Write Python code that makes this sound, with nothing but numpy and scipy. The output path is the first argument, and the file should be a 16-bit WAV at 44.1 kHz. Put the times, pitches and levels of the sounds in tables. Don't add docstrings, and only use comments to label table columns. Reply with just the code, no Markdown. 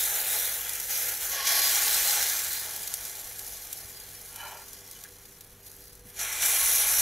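import sys
import numpy as np
from scipy import signal
from scipy.fft import rfft, irfft
from scipy.io import wavfile
from scipy.ndimage import uniform_filter1d

SR = 44100
rng = np.random.default_rng(int(sys.argv[2]) if len(sys.argv) > 2 else 0)


def int16_out(signal):
    q = np.round(np.clip(np.atleast_2d(signal).T, -1, 1) * 32767)
    wavfile.write(sys.argv[1], SR, q.astype(np.int16))


N = 309141

# start, rise and hold in seconds, drop to the simmer in dB, then each layer's level in dB.
POURS = [(-0.1, 0.013, .51, -11.5, -38, -34.5, -28, -60),
         (1.446, 0.028, 0.7, -12, -33.5, -28.5, -25.5, -51), (6.386, 0.047, .7, -7, -35, -29.5, -25, -51)]
# start, rise and hold in seconds, fade in dB per second, then each layer's level in dB.
SWELLS = [(0.598, 0.047, 0.17, 85.5, -46.5, -40, -37.5, -74),
          (0.861, 0.043, 0.19, 69, -40, -35.5, -29.5, -75), (1.187, 0.025, 0.095, 51, -42.5, -37, -32, -75),
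          (1.265, 0.067, 0.073, 25, -36.5, -38.5, -54, -42.5),
          (4.31, 0.033, 0.7, 150, -62, -58.5, -65, -70), (5.617, 0.021, 0.18, 55, -66, -59, -52.5, -89),
          (6.03, 0.04, .04, 65, -61.5, -58, -50.5, -85), (6.152, 0.05, 0.13, 45, -38, -34.5, -34, -55)]


def boil_db(t):
    flare_db, flare_s = np.c_[[1.8, 4.8, 0.66, 0.4]], 0.038
    sag_db_per_s = np.c_[[1.04, 0.25, 0.28, 1.1]]
    crust_db_per_s, cooling_db_per_s = 26.5, np.c_[[3.62, 3.54, 2.42, 3.7]]
    drying_db_per_s2 = np.c_[[0.59, 0.67, 0.84, 0.27]]
    power = 1e-14
    for start, rise, hold, drop_db, *layer_db in POURS:
        since = np.maximum(t - start - rise, 0)
        after = np.maximum(since - hold, 0)
        onset_db = -13 * np.maximum(1 - (t - start) / rise, 0) + flare_db * np.exp(-since / flare_s)
        pouring = amp(np.c_[layer_db] + onset_db - sag_db_per_s * (since - after))
        crust = amp(-crust_db_per_s * after)
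        simmer = amp(-cooling_db_per_s * after - drying_db_per_s2 * after ** 2)
        simmer_share = amp(drop_db) ** 2
        power = power + pouring ** 2 * ((1 - simmer_share) * crust ** 2 + simmer_share * simmer ** 2)
    for start, rise, hold, fade_db_per_s, *layer_db in SWELLS:
        since = t - start - rise
        swell_db = 20.5 * np.minimum(since / rise, 0) - fade_db_per_s * np.maximum(since - hold, 0)
        power = power + amp(np.c_[layer_db] + swell_db) ** 2
    return 10 * np.log10(power)


def treble_db(t):
    return 10 * np.log10((amp(boil_db(t)[1:3]) ** 2).sum(0))


# frequency in Hz, relative level in dB.
WELL_TONES = [
    [(210, -35), (350, -21), (497, -4), (827, -5.5), (1020, -5.5), (1660, -2.5), (3810, -7), (4400, -13.5),
     (11800, -3), (15700, -7.5)],
    [(210, -49.5), (350, -30.5), (489, -8.5), (827, -13.5), (1000, -11), (2080, -8.5), (4470, -13),
     (6440, -7), (8580, -9.5), (11600, -3), (15700, -7.5)],
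    [(210, -43), (480, -11), (827, -4), (1050, -17), (1660, -3), (2770, -7.5), (5200, -1.5), (8100, -8),
     (11600, 3.5), (15700, -6)],
    [(210, -29), (480, -8), (827, -3), (1020, -6.5), (1660, -1), (2770, -3.5), (3990, -6), (8180, -5),
     (11600, -1), (15700, -5)],
    [(210, -45), (400, -7), (700, -1), (1050, -5), (1660, -3.5), (2770, -6), (4600, -5), (5750, -3),
     (8200, -4), (11600, -1.5), (15700, -7.5)],
    [(210, -60), (480, -11.5), (1170, -6.5), (1420, -6), (1890, -8), (2360, -3), (5050, -18), (5750, -6),
     (6200, -10.5), (9400, -10.5), (10400, -6.5), (11700, -7), (13400, -14.5), (15700, -15)],
]
NEXT_TONE_S = [0.558, 1.32, 1.65, 2.64, 6.151]


def sizzle():
    fierce = np.clip(1 + per_sample(treble_db) / 60, 0, 1)
    crisp = bubbles(per_s=5000, spread_db=4.4, clump_db=0.89, hiss=0.19 + 0.71 * fierce)
    crisp = roaming(wall_echoes(crisp, echo_db=-2.3, decay_s=0.026))
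    soft = bubbles(per_s=3000, spread_db=2.3, clump_db=0.25, hiss=0.51)
    soft = roaming(wall_echoes(soft, echo_db=0.67, decay_s=0.034))
    frames = dict(fs=SR, nperseg=256, noverlap=192)
    hz, t, crisp = signal.stft(unit_rms(crisp), **frames)
    soft = signal.stft(unit_rms(soft), **frames)[2]
    tone_db = np.array([curve_at(well, hz) for well in WELL_TONES])[np.searchsorted(NEXT_TONE_S, t)].T
    tone_db = uniform_filter1d(tone_db, int(0.12 / t[1]), 1)
    tone = amp(tone_db + 1.17 * patches(tone_db.shape, bins=4, frames=50))
    seethe, fizz, spray = amp(boil_db(t)[:3])
    low, high = hz < 3500, hz >= 9000
    spectrum = 0
    for band, crackle, level in ((low, soft, seethe), (~low & ~high, crisp, fizz), (high, crisp, spray)):
        gain = tone * band[:, None]
        power = np.mean(abs(crackle) ** 2, 1, keepdims=True)
        share_passed = (gain ** 2 * power).sum(0) / power.sum()
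        spectrum = spectrum + level * crackle * gain / np.sqrt(share_passed)
    return signal.istft(spectrum, **frames)[1][:N]


def bubbles(per_s, spread_db, clump_db, hiss):
    size = amp(spread_db * np.minimum(rng.exponential(1, N), 5)) * rng.choice([-1., 1.], N)
    clicks = unit_rms(size * (rng.random(N) < per_s / SR))
    clumps = amp(clump_db * (drift(110) + 0.8 * drift(1550) + 0.53 * drift(5100)))
    return unit_rms(clumps * (hiss * rng.standard_normal(N) + (1 - hiss) * clicks))


def wall_echoes(x, echo_db, decay_s, spots=10):
    t, spot = np.arange(1000) / SR, rng.integers(0, spots, N)
    echoes = rng.standard_normal((spots, len(t))) * amp(-60 * t / decay_s) * (t > 0.0007)
    echoes /= np.linalg.norm(echoes, axis=1, keepdims=True)
    return x + amp(echo_db) * sum(signal.oaconvolve(x * (spot == k), echoes[k])[:N] for k in range(spots))


def roaming(x):
    turn = np.pi / 4 * (1 + np.tanh(2 * drift(0.13 * SR)))
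    return through_pan(x * np.cos(turn) ** 2, spot=-1.1) + through_pan(x * np.sin(turn) ** 2, spot=0.89)


# pitch in Hz, width in Hz, boost or dip in dB.
PAN_RESONANCES = [(575, 28, -10.5), (1272, 38, -5.5), (836, 55, 3.5), (1050, 97, -9.5), (1150, 43, -16),
                  (2550, 240, -3), (1423, 28, 4.5), (1674, 50, 7), (2046, 62, 6), (2385, 113, 6),
                  (3380, 480, 4.5), (4040, 310, 4.5), (5717, 200, 6.5), (6400, 940, 5), (7480, 280, 4),
                  (11940, 1300, 1)]


def through_pan(x, spot=0):
    hz, gain_db = abs(np.fft.fftfreq(16384, 1 / SR)), 0
    for k, (pitch, width, db) in enumerate(PAN_RESONANCES):
        shifted_hz = hz * (1 + 0.0054 * spot * np.sin(k ** 2 + 1))
        depth_db = db * (1 + 0.3 * spot * np.cos(k ** 2))
        gain_db = gain_db + depth_db / (1 + (2 * (shifted_hz - pitch) / width) ** 2)
    response = np.exp(signal.hilbert(np.log(amp(gain_db))).conj())
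    return signal.oaconvolve(x, np.fft.ifft(response).real[:6000])[:len(x)]


# start in seconds, peak in dB before the pan colours it,
# level of the lower part in dB relative to the upper part.
SPITS = [(0.693, -14, -18), (0.734, -15, -22), (0.754, -16, -20), (0.8, -14, -24), (2.1064, -12, -14),
         (2.226, -14, -7), (2.264, -18, -12), (2.3914, -16, -14), (2.446, -16, -23), (2.5301, -13.5, -22),
         (2.7621, -18, -18), (2.8749, -16.5, -14.5), (2.9392, -9, -25), (3.051, -18, -16.5),
         (3.392, -20, -14), (3.7282, -16, -39.5), (4, -26, -26), (4.3595, -21.5, -23), (4.731, -26.5, -24),
         (4.9115, -25, -20), (5.0375, -24, -11), (5.254, -33, -13), (5.408, -31, -8), (5.4455, -35, -28),
         (5.6665, -30, -26), (5.676, -33, -20), (5.93, -34, -24.5), (5.952, -33, -24), (6.1925, -20, -6),
         (6.4596, -8, -22), (6.5984, -23, -21)]


def spits():
    out, t = np.zeros(N), np.arange(600) / SR
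    for start, db, low_db in SPITS:
        burst = 0.5 * rng.standard_normal(len(t)) * strike(t, rise_s=0.002, decay_s=0.032)
        burst[[12, 48]] -= np.clip(2 + db / 30, 0.2, 1) * np.array([1.6, 2.4])
        high, low = ring(burst, hz=11300, width=4800), ring(burst, hz=4900, width=4600)
        add(out, start, amp(db) * unit_peak(unit_peak(high) + amp(low_db) * unit_peak(low)))
    return through_pan(out)


def pan_ring(hz=1105, width=34):
    noise, lag = rng.standard_normal(N), np.exp(-1 / (0.023 * SR))
    drive = amp(per_sample(lambda t: boil_db(t)[3]))
    level = signal.lfilter([1 - lag], [1, -lag], drive) * amp(1.5 * drift(1500))
    return level * unit_rms(ring(ring(noise, hz, width), hz, 3 * width))


# pitch in Hz, width in Hz, relative level in dB.
BOWL_NOTES = [(600, 23, -3), (886, 154, -0.5), (1392, 31, 5.5), (1675, 180, -5.5), (2370, 130, -4),
              (2995, 59, 0), (4000, 75, -11)]
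# start in seconds, peak in dB, pitch it rings most in Hz.
LADLE_TAPS = [(4.954, -46, 2970), (5.045, -41.5, 1700)]


def ladle():
    slips = bubbles(per_s=1600, spread_db=1.2, clump_db=1.0, hiss=0.52)
    notes = {hz: amp(db) * unit_rms(ring(ring(slips, hz, width), hz, 3 * width)) * np.sqrt(width)
             for hz, width, db in BOWL_NOTES}
    t = np.arange(N) / SR
    start_s, fastest_s, end_s = 4.282, 4.464, 4.68
    speed = np.interp(t, (start_s, fastest_s, end_s), (0, 1, 0))
    tilt_db_per_octave = np.clip(6.5 - 35 * (t - start_s), -6, 6)
    scrape = sum(note * amp(tilt_db_per_octave * np.log2(hz / 1400)) for hz, note in notes.items())
    out = amp(-41) * speed ** 1.33 * scrape / np.std(sum(notes.values()))
    t = np.arange(4000) / SR
    for start, db, tap_hz in LADLE_TAPS:
        tap = sum(note[:len(t)] / (1 + ((hz - tap_hz) / 250) ** 2) for hz, note in notes.items())
        add(out, start, amp(db) * unit_peak(tap * strike(t, rise_s=0.0055, decay_s=0.098)))
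    return out


# start in seconds, peak in dB, pitch in Hz, seconds to fade by 60 dB.
BUMPS = [(3.846, -42, 69.6, 0.052), (6.044, -45.5, 133, 0.17)]


def counter_bumps():
    out, t = np.zeros(N), np.arange(6000) / SR
    for start, db, hz, decay_s in BUMPS:
        noise = unit_rms(ring(ring(rng.standard_normal(len(t)), hz, hz), hz, hz))
        thud = (np.sin(2 * np.pi * hz * t) + 0.86 * noise) * strike(t, 0.0055, decay_s)
        add(out, start, amp(db) * unit_peak(thud))
    return out


# time in seconds, level in dB.
FLAME_LEVELS = [(0.0, -59.5), (2.8, -61.5), (5.5, -64.5), (7.01, -53.5)]


def flame():
    level = amp(np.interp(np.arange(N) / SR, *np.transpose(FLAME_LEVELS)))
    return level * unit_rms(ring(ring(rng.standard_normal(N), hz=49.4, width=19), hz=50, width=40))


# multiple of the shaft's turning rate, average level in dB.
MOTOR_TONES = [(1, -77), (2, -63.5), (6, -79), (8, -69), (10, -68.5)]


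def motor(shaft_hz=49.06):
    turns = np.cumsum(shaft_hz * (1 + 0.0021 * drift(6800))) / SR
    return sum(amp(db + 2.4 * drift(2900)) * np.sqrt(2) * np.sin(2 * np.pi * (k * turns + rng.random()))
               for k, db in MOTOR_TONES)


# frequency in Hz, relative level in dB.
AIR_TONE = [(12, -32), (20, 10.5), (80, -10), (145, 3.5), (334, -5), (490, 1), (539, -8), (1210, -10),
            (1650, -9.5), (2600, -13), (6000, -20), (7800, -44)]


def room_air():
    gain = amp(curve_at(AIR_TONE, np.fft.rfftfreq(N, 1 / SR)))
    return amp(-59.5) * unit_rms(irfft(rfft(rng.standard_normal(N)) * gain, N))


# frequency in Hz, relative level in dB.
TREBLE_SHIMMER = [(100, -37), (3800, -70), (4400, 1.5), (5600, -11.5), (9000, -17), (15000, -14)]


def shimmer(mix):
    hz, t, spectrum = signal.stft(mix, SR, nperseg=512)
    gain_db = curve_at(TREBLE_SHIMMER, hz)[:, None] + 6.1 * patches(spectrum.shape, bins=10, frames=12)
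    gain_db -= 0.12 * (treble_db(t) + 52)
    random_phase = np.exp(2j * np.pi * rng.random(spectrum.shape))
    return signal.istft(spectrum * amp(gain_db) * random_phase, SR, nperseg=512)[1][:N]


def amp(db):
    return 10 ** (np.asarray(db) / 20)


def unit_rms(x):
    return x / np.sqrt(np.mean(x ** 2) + 1e-20)


def unit_peak(x):
    return x / abs(x).max()


def curve_at(points, hz):
    point_hz, db = np.transpose(points)
    return np.interp(np.log(hz + 1), np.log(point_hz + 1), db)


def add(mix, start_s, sound):
    part = mix[round(start_s * SR):][:len(sound)]
    part += sound[:len(part)]


def strike(t, rise_s, decay_s):
    return np.minimum(t / rise_s, 1) * amp(-60 * t / decay_s)


def ring(x, hz, width):
    return signal.lfilter(*signal.iirpeak(hz, hz / width, SR), x)


def drift(samples):
    size = int(samples)
    return unit_rms(uniform_filter1d(uniform_filter1d(rng.standard_normal(N), size), size))


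def patches(shape, bins, frames):
    return unit_rms(uniform_filter1d(uniform_filter1d(rng.standard_normal(shape), bins, 0), frames, 1))


def per_sample(rule):
    coarse_s = np.arange(0, N + 256, 64) / SR
    return np.interp(np.arange(N) / SR, coarse_s, rule(coarse_s))


def scene():
    mid = sizzle() + spits() + pan_ring() + ladle() + counter_bumps() + motor() + flame() + room_air()
    side = shimmer(mid)
    return np.array([mid + side, mid - side])


def record(dry):
    return signal.oaconvolve(dry, signal.firwin(1501, 15730, window=("kaiser", 9), fs=SR)[None], "same")


dry = scene()
out = record(dry)
int16_out(out)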